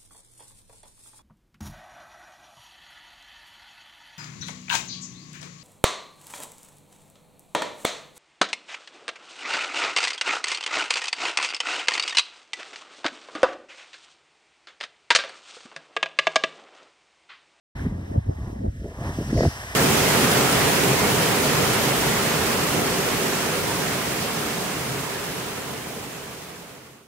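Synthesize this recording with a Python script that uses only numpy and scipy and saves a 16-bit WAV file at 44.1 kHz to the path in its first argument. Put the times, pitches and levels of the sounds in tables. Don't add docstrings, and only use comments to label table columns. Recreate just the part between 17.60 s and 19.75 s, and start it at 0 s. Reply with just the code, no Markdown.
import sys
import numpy as np
from scipy import signal
from scipy.fft import rfft, irfft
from scipy.io import wavfile
from scipy.ndimage import uniform_filter1d

SR = 44100
rng = np.random.default_rng(int(sys.argv[2]) if len(sys.argv) > 2 else 0)


def transcribe(signal):
    frames = np.atleast_2d(signal).T
    limited = np.clip(frames, -1, 1)
    pcm = np.round(limited * 32767).astype(np.int16)
    wavfile.write(sys.argv[1], SR, pcm)


N = 94815
TIME_S = np.arange(N) / SR
WIND_TOP_HZ = 700


def from_db(db):
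    return 10 ** (np.asarray(db) / 20)


def rms_one(x):
    return x / np.sqrt(np.mean(x ** 2) + 1e-20)


def in_time(rows):
    s, *columns = np.transpose(rows)
    return [np.interp(TIME_S, s, column) for column in columns]


def band(x, low_hz, high_hz, order=2):
    return signal.sosfilt(signal.butter(order, [low_hz, high_hz], "band", fs=SR, output="sos"), x)


def noise_band(rows, low_hz, high_hz):
    return band(rng.standard_normal((rows, N)), low_hz, high_hz, order=3)


def high_pass(corner_hz, order):
    return signal.butter(order, corner_hz, "high", fs=SR, output="sos")


def drift(rate_hz):
    step = 40
    r = np.exp(-2 * np.pi * rate_hz * step / SR)
    settle = 2000
    noise = rng.standard_normal(N // step + settle + 2)
    slow = signal.lfilter([1], [1, -2 * r, r * r], noise)[settle:]
    return np.interp(np.arange(N) / step, np.arange(len(slow)), rms_one(slow))


def evened(x, seconds):
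    return x / np.sqrt(uniform_filter1d(x ** 2, size=int(seconds * SR)) + 1e-9)


def ring(clicks, hz, t60):
    r, w = from_db(-60 / (t60 * SR)), 2 * np.pi * hz / SR
    return signal.lfilter([0, np.sin(w)], [1, -2 * r * np.cos(w), r * r], clicks + 1e-18)


def bursts(rows, cycles):
    sag_share = 0.1
    snap_share = 0.17
    out = np.zeros(N)
    for start_s, level_db, pitch_hz in rows:
        turns = (TIME_S - start_s) * pitch_hz
        shape = np.sin(np.pi * np.clip(turns / cycles, 0, 1)) ** 2
        sags = pitch_hz < WIND_TOP_HZ
        turns = turns * (1 - sag_share * (turns - cycles) / 2 * sags)
        tone = np.sin(2 * np.pi * turns)
        snap = snap_share * shape ** 2 * np.sin(4 * np.pi * turns)
        out += from_db(level_db) * shape * (tone + snap)
    return out


def eddies():
    # time_s, thud_db, flutter_db, rasp_db
    gusts = [(0.15, -34, -41.5, -58), (0.25, -28.5, -30.5, -46.5), (0.43, -33.5, -37.5, -45.5),
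             (0.475, -42, -44.5, -47), (0.52, -28.5, -30.5, -46), (0.545, -36, -39, -34),
             (0.58, -23, -38, -35), (0.63, -41.5, -59.5, -96), (0.69, -24.5, -27.5, -54),
             (0.75, -42.5, -53.5, -60), (0.79, -28, -40, -44), (0.96, -37, -37.5, -48),
             (1.06, -28.5, -27.5, -41.5), (1.12, -38.5, -51, -61), (1.26, -36, -35.5, -32.5),
             (1.36, -44.5, -52.5, -41), (1.39, -33.5, -37, -36), (1.48, -30, -32, -28.5),
             (1.55, -37, -43, -46), (1.6, -27, -33.5, -27.5), (1.65, -35.5, -36, -41.5),
             (1.74, -30, -24.5, -34), (1.78, -18.5, -30, -15.5), (1.82, -35, -22.5, -24),
             (1.86, -25, -26, -13), (1.88, -32, -27.5, -51), (1.91, -42.5, -51, -42),
             (2.15, -41, -50.5, -38.5)]
    # low_hz, high_hz, lump_rate_hz, lump_depth_db, trim_db
    layers = [(39.6, 120.7, 84, 0, 1.8), (117, 300.6, 108, 5, 0.33), (312, 790, 186, 1.5, -6.5)]
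    out = 0
    for level_db, (low_hz, high_hz, rate_hz, lump_db, trim_db) in zip(in_time(gusts), layers):
        lumps = noise_band(1, low_hz, high_hz)[0] * from_db(lump_db * drift(rate_hz))
        out = out + from_db(level_db + trim_db) * evened(lumps, 0.0518)
    out = signal.sosfilt(high_pass(37.6, order=2), out)
    return signal.sosfilt(signal.ellip(6, .5, 35, WIND_TOP_HZ, fs=SR, output="sos"), out)


def buffets():
    # start_s, level_db, pitch_hz
    hits = [(.262, -12.5, 192), (.557, -18, 227), (.573, -9.5, 105.6), (.684, -17.5, 112.5),
            (1.056, -19.5, 110), (1.072, -15.5, 74), (1.186, -28, 62.5), (1.243, -25.5, 355),
            (1.257, -22.5, 338), (1.584, -16.5, 268), (1.609, -20.5, 367), (1.727, -13, 266),
            (1.752, -13, 234), (1.771, -14.5, 394), (1.788, -11.5, 428), (1.806, -6, 489),
            (1.833, -11.5, 555), (1.851, -11, 620), (1.856, -9.5, 125.2), (1.865, -10.5, 90)]
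    return bursts(hits, cycles=2.5)


def wind_apart():
    # time_s, level_db
    levels = [(.15, -47.5), (.46, -51.5), (.56, -26), (.62, -53), (.7, -33.5), (.8, -58), (1.0, -43),
              (1.06, -30.5), (1.12, -52), (1.25, -90)]
    lumps = noise_band(1, 302, 760)[0] * from_db(-2.5 * drift(33))
    return from_db(in_time(levels)[0]) * rms_one(lumps)


def whistle():
    center_hz, width_hz = 5170, 1680
    start_s, peak_s, end_s = 1.653, 1.8, 2.06
    peak_db, apart_db = -40.5, -0.5
    edge_db = peak_db - 22
    swell = [(start_s - .1, -90), (start_s, edge_db), (peak_s, peak_db), (end_s, edge_db), (end_s + .1, -90)]
    blown = from_db(in_time(swell)[0])
    noise = rng.standard_normal((2, N))
    alike, unlike = rms_one(band(noise, center_hz - width_hz / 2, center_hz + width_hz / 2))
    return blown * alike, blown * from_db(apart_db) * unlike


def wind():
    whistle_alike, whistle_apart = whistle()
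    alike = eddies() + buffets() + whistle_alike
    apart = wind_apart() + whistle_apart
    return alike + apart * [[1], [-1]]


def hiss(spectrum, patchy_db):
    hz, db = np.transpose(spectrum)
    edges = 250 * 2 ** np.arange(0, 6.5, 1 / 3)
    together = drift(60)
    white = rng.standard_normal((2, 3, N))
    out = 0
    for k, (low, high) in enumerate(zip(edges, edges[1:])):
        middle = np.log(low * high) / 2
        level_db = np.interp(middle, np.log(hz), db, left=-60, right=-60)
        flicker_db = patchy_db * (0.43 * together + drift(30))
        out = out + from_db(level_db + flicker_db) * band(white[k % 2], low, high)
    return rms_one(out)


def low_churn():
    return rms_one(noise_band(3, 620, 1204) * from_db(0.5 * drift(45)))


def falling_water():
    # band_hz, relative_db (density per Hz)
    spectrum = [(900, -43), (1300, -16), (1700, -2.5), (2200, -17), (3000, -23), (4000, -25.5)]
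    return hiss(spectrum, patchy_db=2)


def spray_and_steam():
    # band_hz, relative_db (density per Hz)
    spectrum = [(1800, -4), (2800, 5), (4500, -7.5), (5600, 5.5), (7000, 3.5), (8500, -1), (12000, -4.5),
                (16500, -15.5)]
    return hiss(spectrum, patchy_db=0.9)


def drops():
    per_s, spread_db, cycles = 600, 3, 5.0
    pitches_hz = np.geomspace(700, 9000, 20)
    sizes = from_db(spread_db * np.minimum(rng.exponential(1, N), 5)) * rng.choice([-1, 1], N)
    born = rng.random(N) < per_s * from_db(3 * drift(8)) / SR
    dealt = rng.integers(0, len(pitches_hz), N)
    out = np.zeros(N)
    for k, hz in enumerate(pitches_hz):
        out += ring(sizes * born * (dealt == k), hz, cycles / hz)
    return rms_one(out)


def near_splashes():
    # start_s, level_db, pitch_hz
    plops = [(0.1933, -33, 1640), (1.7754, -32, 2020)]
    return bursts(plops, cycles=8.3)


def geyser():
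    # time_s, churn_db, water_db, spray_db
    eruption = [(.155, -49, -52, -61), (.21, -47, -50.5, -57.5), (.33, -50.5, -59.5, -66.5),
                (.52, -53.5, -58, -62.5), (.63, -58, -62, -68), (.88, -47, -59, -61.5),
                (1.0, -58.5, -63.5, -66), (1.1, -80, -63.5, -67), (1.25, -64, -60, -62),
                (1.36, -47, -57.5, -61.5), (1.46, -37.5, -47.5, -52), (1.57, -45.5, -50, -51.5),
                (1.76, -44.5, -48, -50), (1.84, -49, -42, -44), (1.92, -43.5, -47.5, -47.5),
                (2.15, -42, -44.5, -47.5)]
    water_trim_db, spray_trim_db, drops_db = 6, 3.5, -8
    churn_db, water_db, spray_db = in_time(eruption)
    rows = from_db(churn_db) * low_churn()
    rows = rows + from_db(water_db + water_trim_db) * falling_water()
    rows = rows + from_db(spray_db + spray_trim_db) * spray_and_steam()
    direct = rows[0] + from_db(spray_db + drops_db) * drops()
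    return direct, rows[1:]


def ports(direct, around):
    # band_hz, gain_db
    diffuse = [(700, -2), (1700, -9), (3000, -2), (4600, 2), (7000, -15), (10000, -3), (15000, -2)]
    lag_s, mono_below_hz = 0.0002168, 1120
    hz, (at_hz, db) = np.fft.rfftfreq(N, 1 / SR), np.transpose(diffuse)
    late = irfft(rfft(direct) * np.exp(-2j * np.pi * hz * lag_s), N)
    room = irfft(rfft(around) * from_db(np.interp(hz, at_hz, db)), N)
    left, right = np.array([direct, late]) + room
    side = signal.sosfiltfilt(high_pass(mono_below_hz, order=4), (left - right) / 2)
    return (left + right) / 2 + side * [[1], [-1]]


def scene():
    direct, around = geyser()
    return ports(direct, around) + near_splashes() + wind()


def record(dry):
    start_s, fade_s, cutoff_hz = .150, .008, 15750
    opened = np.tanh(dry) * np.clip((TIME_S - start_s) / fade_s, 0, 1)
    return signal.sosfilt(signal.ellip(12, .5, 70, cutoff_hz, fs=SR, output="sos"), opened)


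dry = scene()
out = record(dry)
transcribe(out)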